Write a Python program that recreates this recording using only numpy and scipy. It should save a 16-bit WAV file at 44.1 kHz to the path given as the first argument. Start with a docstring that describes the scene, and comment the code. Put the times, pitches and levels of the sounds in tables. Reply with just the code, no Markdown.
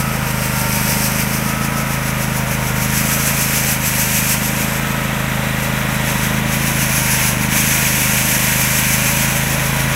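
"""A ride-on sweeper at full throttle, clearing a snowy drive with a rotary brush as it passes the microphone.
Its V-twin fires unevenly and hunts slowly on the governor; fan and drive whine over the mechanical roar.
The lopsided brush scrapes the pavement in a swell on every turn and throws a hissing spray of snow.
One position in the open, in mono: the machine is heard first from ahead, then from alongside."""
import sys
import numpy as np
from scipy import signal
from scipy.fft import rfft, irfft, next_fast_len
from scipy.io import wavfile
from scipy.ndimage import uniform_filter1d, map_coordinates

SR = 44100
rng = np.random.default_rng(int(sys.argv[2]) if len(sys.argv) > 2 else 0)


def dump(signal):
    """Clip the signal to [-1, 1] and save it as 16-bit WAV at the path in sys.argv[1]."""
    limited = np.clip(np.atleast_2d(signal).T, -1, 1)
    pcm = np.round(limited * 32767).astype(np.int16)
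    wavfile.write(sys.argv[1], SR, pcm)


N = 438794


def from_db(db):
    """Decibels to gain."""
    return 10 ** (np.asarray(db) / 20)


def rms_one(x):
    """Scale to unit power."""
    return x / np.sqrt(np.mean(x ** 2) + 1e-20)


def in_time(rows):
    """Each column of a table over t/s, sample by sample."""
    times, *columns = np.transpose(rows)
    return [np.interp(np.arange(N) / SR, times, column) for column in columns]


def drift(rate_hz):
    """A smooth random wander of spread 1, mostly slower than rate_hz."""
    hop, settle = 40, 2000
    pole = np.exp(-2 * np.pi * rate_hz * hop / SR)
    white = rng.standard_normal(N // hop + settle + 2)
    slow = signal.lfilter([1], [1, -2 * pole, pole * pole], white)[settle:]
    return np.interp(np.arange(N) / hop, np.arange(len(slow)), rms_one(slow))


def filtered(x, response):
    """Pass x through a frequency response, given as a function of Hz."""
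    size = next_fast_len(N + SR // 10)
    hz = np.maximum(np.arange(size // 2 + 1) * SR / size, 1)
    return irfft(rfft(x, size) * response(hz), size)[:N]


def coloured(white, spectrum):
    """Give a white excitation of unit power a spectrum in dB per Hz."""
    points_hz, db = np.transpose(spectrum)
    shaped = filtered(white, lambda hz: from_db(np.interp(np.log(hz), np.log(points_hz), db)))
    return np.sqrt(SR / 2) * shaped


def turning(white, ahead, alongside, aspect):
    """The colour of a source changes as it turns its side to the microphone."""
    return (1 - aspect) * coloured(white, ahead) + aspect * coloured(white, alongside)


def grains(per_s, spread_db):
    """Tiny impacts of uneven size at random moments; unit power."""
    sizes = from_db(spread_db * np.minimum(rng.exponential(1, N), 4)) * rng.choice([-1, 1], N)
    hits = rng.random(N) < per_s / SR
    return rms_one(sizes * hits / np.sqrt(per_s))


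def echo(x, delay_s):
    """x as it reaches the microphone over a longer path whose length changes."""
    return map_coordinates(x, [np.arange(N) - delay_s * SR], order=3)


# The two cylinders, firing 270 degrees apart: place/cycles, level/dB
FIRINGS = [(.128, 0), (.502, -8)]
# Exhaust note behind the muffler: order (multiple of the cycle rate), level/dB
EXHAUST_ORDERS = [(1, -50.0), (2, -32), (3, -35.0), (4, -39.5), (5, -23.5), (6, -30.5), (7, -32.5),
                  (8, -27.5), (9, -40.5), (10, -40), (11, -39), (12, -48), (13, -56)]
# The exhaust as it passes the microphone: t/s, boom gain/dB, bark gain/dB
EXHAUST_PASS = [(0, .2, 0.3), (1.5, -1, 0.7), (2.7, 1, -0.3), (3.5, -0.8, -.5), (4.6, -1.4, -0.5),
                (6.6, 1, 0.8), (8.3, -1, -0.5), (9.95, 2, -3.5)]


def exhaust(cycle, speed, uneven_db=0.1, jitter_cycles=0.0022, bark_from_order=7, throttle_s=0.43):
    """The muffler keeps the low orders of two puffs and an intake gulp a cycle; throttle adds bark."""
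    boom_db, bark_db = in_time(EXHAUST_PASS)
    pickup = uniform_filter1d(np.gradient(speed) * SR, int(throttle_s * SR))
    bark_db = bark_db + 0.66 * pickup   # the throttle is open while the engine gains speed
    cycle = cycle + jitter_cycles * drift(5.3)
    gulp_place, gulp_db = .78, -6
    boom, bark = np.zeros((2, N))
    for order, db in EXHAUST_ORDERS:
        # the pulses set the phase: a puff swings from suction to pressure, the gulp is a single hump
        puffs = sum(-1j * from_db(puff_db) * np.exp(-2j * np.pi * order * place)
                    for place, puff_db in FIRINGS)
        gulp = from_db(gulp_db) * np.exp(-2j * np.pi * order * gulp_place)
        partial = np.sqrt(2) * from_db(db) * np.cos(2 * np.pi * order * cycle + np.angle(puffs + gulp))
        if order < bark_from_order:
            boom += partial
        else:
            bark += partial
    return (from_db(boom_db) * boom + from_db(bark_db) * bark) * from_db(uneven_db * drift(24))


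def belt_tone(cycle, order, db, slip_periods=0.098, surge_cycles=0.00085):
    """A tone that follows the engine; the belts slip a little and the crank's surge roughens it."""
    surging = cycle + surge_cycles * np.sin(2 * np.pi * cycle)
    phase = order * surging + rng.random() + slip_periods * drift(4.8)
    return np.sqrt(2) * from_db(db) * np.sin(2 * np.pi * phase)


# Belts, gears and engine casing: order, level/dB
DRIVE_ORDERS = [(7.45, -39.5), (17, -47), (18, -45.5), (21.4, -39), (23, -47), (30, -42), (37, -52),
                (42, -46.5), (52, -54), (72, -44), (90.3, -46.5)]


def drive_whine(cycle, gain_db=-1.5, waver_db=2.2):
    """The turning parts of the drive whine, each tone wavering on its own."""
    return sum(belt_tone(cycle, order, db + gain_db + waver_db * drift(2.9))
               for order, db in DRIVE_ORDERS)


# Cooling fan from two microphone angles: order, level ahead/dB, level alongside/dB
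FAN_ORDERS = [(24, -47, -44), (36, -41.5, -38.5), (46, -42, -57), (48, -48.5, -50), (54, -50, -39)]
# Cowl resonances, beamed forward along the drive: f/Hz, half width/Hz, lift/dB
COWL_RESONANCES = [(916, 19, 10.5), (1302, 37, 21.5), (1370, 22, 15.5)]


def fan_whine(cycle, speed, aspect, gain_db=-1.5, flutter_db=2.0):
    """The fan's air flutters, and a tone sings out as it glides through a resonance of the cowl."""
    fan = np.zeros(N)
    for order, ahead_db, alongside_db in FAN_ORDERS:
        cowl_db = sum(lift_db / (1 + ((order * speed - hz) / half_width) ** 2)
                      for hz, half_width, lift_db in COWL_RESONANCES)
        db = (1 - aspect) * (ahead_db + cowl_db) + aspect * alongside_db
        fan += belt_tone(cycle, order, db + gain_db + flutter_db * drift(10))
    return fan


def chatter(cycle, knock=0.27, knock_cycles=.07, repeating_share=.1):
    """Dense mechanical noise that jumps at each firing; part of it repeats on every turn of the crank."""
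    blows = sum(from_db(db) * np.exp(-((cycle - place + knock_cycles) % 1) / knock_cycles)
                for place, db in FIRINGS)
    one_turn = rng.standard_normal(round(N / (2 * cycle[-1])))
    repeating = np.interp(2 * cycle % 1, np.linspace(0, 1, len(one_turn)), one_turn)
    noise = np.sqrt(1 - repeating_share) * rng.standard_normal(N) + np.sqrt(repeating_share) * repeating
    return rms_one(noise * (1 + knock * blows))


# Engine roar with the microphone ahead, then alongside: f/Hz, level/dB
ROAR_FRONT = [(25, -66), (90, -63.5), (200, -55.5), (290, -62), (380, -62.5), (560, -55.5), (710, -60),
              (940, -57.5), (1160, -61.5), (1380, -56), (1700, -60.5), (2250, -59), (4200, -78),
              (16000, -79)]
ROAR_SIDE = [(25, -73), (90, -61.5), (200, -54), (310, -57), (410, -63.5), (590, -55), (760, -60.5),
             (1000, -56), (1270, -61.5), (1480, -57), (1750, -61.5), (2350, -61.5), (4200, -76),
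             (16000, -88)]


def engine_roar(cycle, aspect):
    """The engine's chatter as a broad roar, coloured by the side that faces the microphone."""
    return turning(chatter(cycle), ROAR_FRONT, ROAR_SIDE, aspect)


# Thin sheet metal of the deck: f/Hz, width/Hz, level/dB
DECK_MODES = [(1524, 78, -64), (1920, 180, -57), (2650, 550, -66), (3340, 340, -64.5), (3910, 360, -69)]


def deck_rattle(cycle):
    """The engine shakes the deck, which rings in its broad modes."""
    def modes(hz):
        return sum((-1) ** i * from_db(db) / (1 + 1j * (hz ** 2 - mode_hz ** 2) / (hz * width))
                   for i, (mode_hz, width, db) in enumerate(DECK_MODES))
    return np.sqrt(SR / 2) * filtered(chatter(cycle), modes)


# Bristle tips and flung snow with the microphone ahead, then alongside: f/Hz, level/dB
SPRAY_FRONT = [(1500, -103), (3500, -70), (4300, -64), (5100, -59), (6050, -56), (6900, -61), (8000, -57.5),
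               (9200, -61.5), (10300, -59.5), (11800, -57), (13500, -60.5), (15700, -65.5)]
SPRAY_SIDE = [(1500, -76), (4200, -65.5), (5250, -60), (5700, -56.5), (6400, -56), (7150, -61), (7900, -58),
              (8900, -60.5), (9450, -62.5), (10000, -56.5), (11600, -58.5), (13800, -60.5), (15700, -64.5)]
# First dip cut by the hood's reflection, moving with the angle to the microphone: t/s, f/Hz
HOOD_NOTCH = [(0, 3450), (1.1, 3530), (2.0, 4200), (2.8, 4400), (3.8, 4860), (5.5, 5000), (7.0, 4240),
              (8.4, 4900), (9.95, 4400)]
# Extra distance to the microphone by way of the packed ground, as a lag: t/s, delay/ms
GROUND_DELAY = [(0, 1.45), (3, 1.4), (6, 1.8), (9.95, 2.1)]


def snow_spray(press_db, aspect, gain_db=-0.39, crystals_per_s=22000):
    """More pressure throws more and louder grains; hood and ground echoes make the hiss a bit hollow."""
    crystals = grains(crystals_per_s * from_db(press_db / 2), spread_db=2.0)
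    spray = from_db(gain_db + press_db) * turning(crystals, SPRAY_FRONT, SPRAY_SIDE, aspect)
    off_hood = echo(spray, 1 / in_time(HOOD_NOTCH)[0])
    off_ground = echo(spray, in_time(GROUND_DELAY)[0] / 1000)
    return spray - .17 * off_hood + .13 * off_ground


# Bristles on the pavement, under the hood: f/Hz, level/dB
SCRAPE_SPECTRUM = [(500, -78), (1250, -69), (1600, -54.5), (2050, -55), (2350, -51), (2700, -54.5),
                   (3300, -62.5), (4200, -68), (7000, -80)]


def bristle_scrape(bite_db, quick_db, aspect, gain_db=-3.5, side_db=3.5, flicks_per_s=7000):
    """Flicking bristles follow the pressure only in part, and are more open to a microphone alongside."""
    level_db = gain_db + 0.77 * bite_db + 0.55 * quick_db + side_db * aspect
    return from_db(level_db) * coloured(grains(flicks_per_s, spread_db=3.0), SCRAPE_SPECTRUM)


# How hard the brush bites on its way along the drive: t/s, level/dB
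BRUSH_BITE = [(0.0, -8.2), (0.11, -11), (0.96, -1.5), (1.6, -10), (2.69, -9.5), (3.01, -2), (4.33, -0.1),
              (4.4, -5), (4.62, -5.5), (4.87, -11.5), (5.36, -12.5), (5.97, -10.5), (6.26, -5.9),
              (6.41, -12.6), (6.54, -6), (7.2, 0.2), (8.85, -0.2), (9.22, -1.5), (9.36, -4), (9.95, -7.5)]
# Swell on every turn of the brush: t/s, depth/dB
BRUSH_SWELL = [(0.0, 1.9), (1.0, 2), (2.3, 3.5), (3.2, 2.2), (4.6, 2), (5.1, 0.7), (6.2, 1.2), (6.6, 2.5),
               (7.9, 0.7), (9.95, 1.8)]
# Uneven ground makes the brush hop clear (-) or dig in (+): t/s, half length/s, pressure change/dB
GROUND_JOLTS = [(3.797, 0.053, -5.5), (5.64, 0.026, 4), (6.102, 0.047, 2.5), (7.382, 0.067, -8.5),
                (7.481, 0.032, -8.5), (7.59, 0.033, 1)]


def brush(cycle, aspect, turns_per_cycle=.2555, lopsided=0.3, lag_turns=.068, clump_db=0.54):
    """The long side of the brush digs in once a turn; its pressure drives both spray and scrape."""
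    (bite_db,), (depth_db,) = in_time(BRUSH_BITE), in_time(BRUSH_SWELL)
    turn = turns_per_cycle * cycle + .045
    swell_db = depth_db * (np.cos(2 * np.pi * turn) + lopsided * np.cos(4 * np.pi * (turn - lag_turns)))
    t = np.arange(N) / SR
    jolts_db = sum(db * np.exp(-((t - at_s) / half_s) ** 2) for at_s, half_s, db in GROUND_JOLTS)
    quick_db = swell_db + jolts_db + clump_db * drift(45)
    return snow_spray(bite_db + quick_db, aspect) + bristle_scrape(bite_db, quick_db, aspect)


# The engine hunting on its governor, in four-stroke cycles a second: t/s, f/Hz
CYCLE_RATE = [(0.0, 26.93), (0.598, 25.34), (1.408, 26.578), (1.802, 27.316), (1.976, 26.684),
              (2.75, 25.724), (3.236, 27.002), (4.028, 25.723), (4.428, 26.175), (4.868, 27.087),
              (5.406, 26.284), (6.173, 26.202), (6.672, 27.168), (7.321, 25.189), (7.635, 26.688),
              (8.057, 25.919), (8.873, 25.973), (9.366, 26.88), (9.95, 26.874)]
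# Where the microphone stands to the machine: t/s, aspect (0 ahead, 1 alongside)
MIC_ASPECT = [(0, .03), (2, 0.13), (3.2, .25), (4.1, 0.54), (4.9, 0.27), (5.8, 0.24), (6.9, 1),
              (9.95, 0.91)]
# Mechanical noise at the microphone: t/s, roar gain/dB, deck rattle gain/dB
CHATTER_PASS = [(0, 0.1, -8), (3.2, 0.5, -4), (4.1, -1.9, -6), (4.7, 0.5, 0.5), (6.3, 1.5, 3.5),
                (6.9, 0, -1.5), (8.8, -0.2, -1), (9.95, 1.5, 3.5)]


def scene():
    """The sweeper passes one microphone in the open; snow swallows the far echoes. Both channels alike."""
    (speed,), (roar_db, rattle_db) = in_time(CYCLE_RATE), in_time(CHATTER_PASS)
    cycle = np.cumsum(speed) / SR
    aspect = np.clip(in_time(MIC_ASPECT)[0], 0, 1)
    roar = from_db(roar_db) * engine_roar(cycle, aspect)
    tones = exhaust(cycle, speed) + drive_whine(cycle) + fan_whine(cycle, speed, aspect)
    rattle = from_db(rattle_db) * deck_rattle(cycle)
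    return np.tile(tones + roar + rattle + brush(cycle, aspect), (2, 1))


def record(dry, cutoff_hz=15700):
    """A steep low-pass after the microphone takes off the very top."""
    return signal.sosfilt(signal.ellip(12, .1, 90, cutoff_hz, fs=SR, output="sos"), dry)


dry = scene()
out = record(dry)
dump(out)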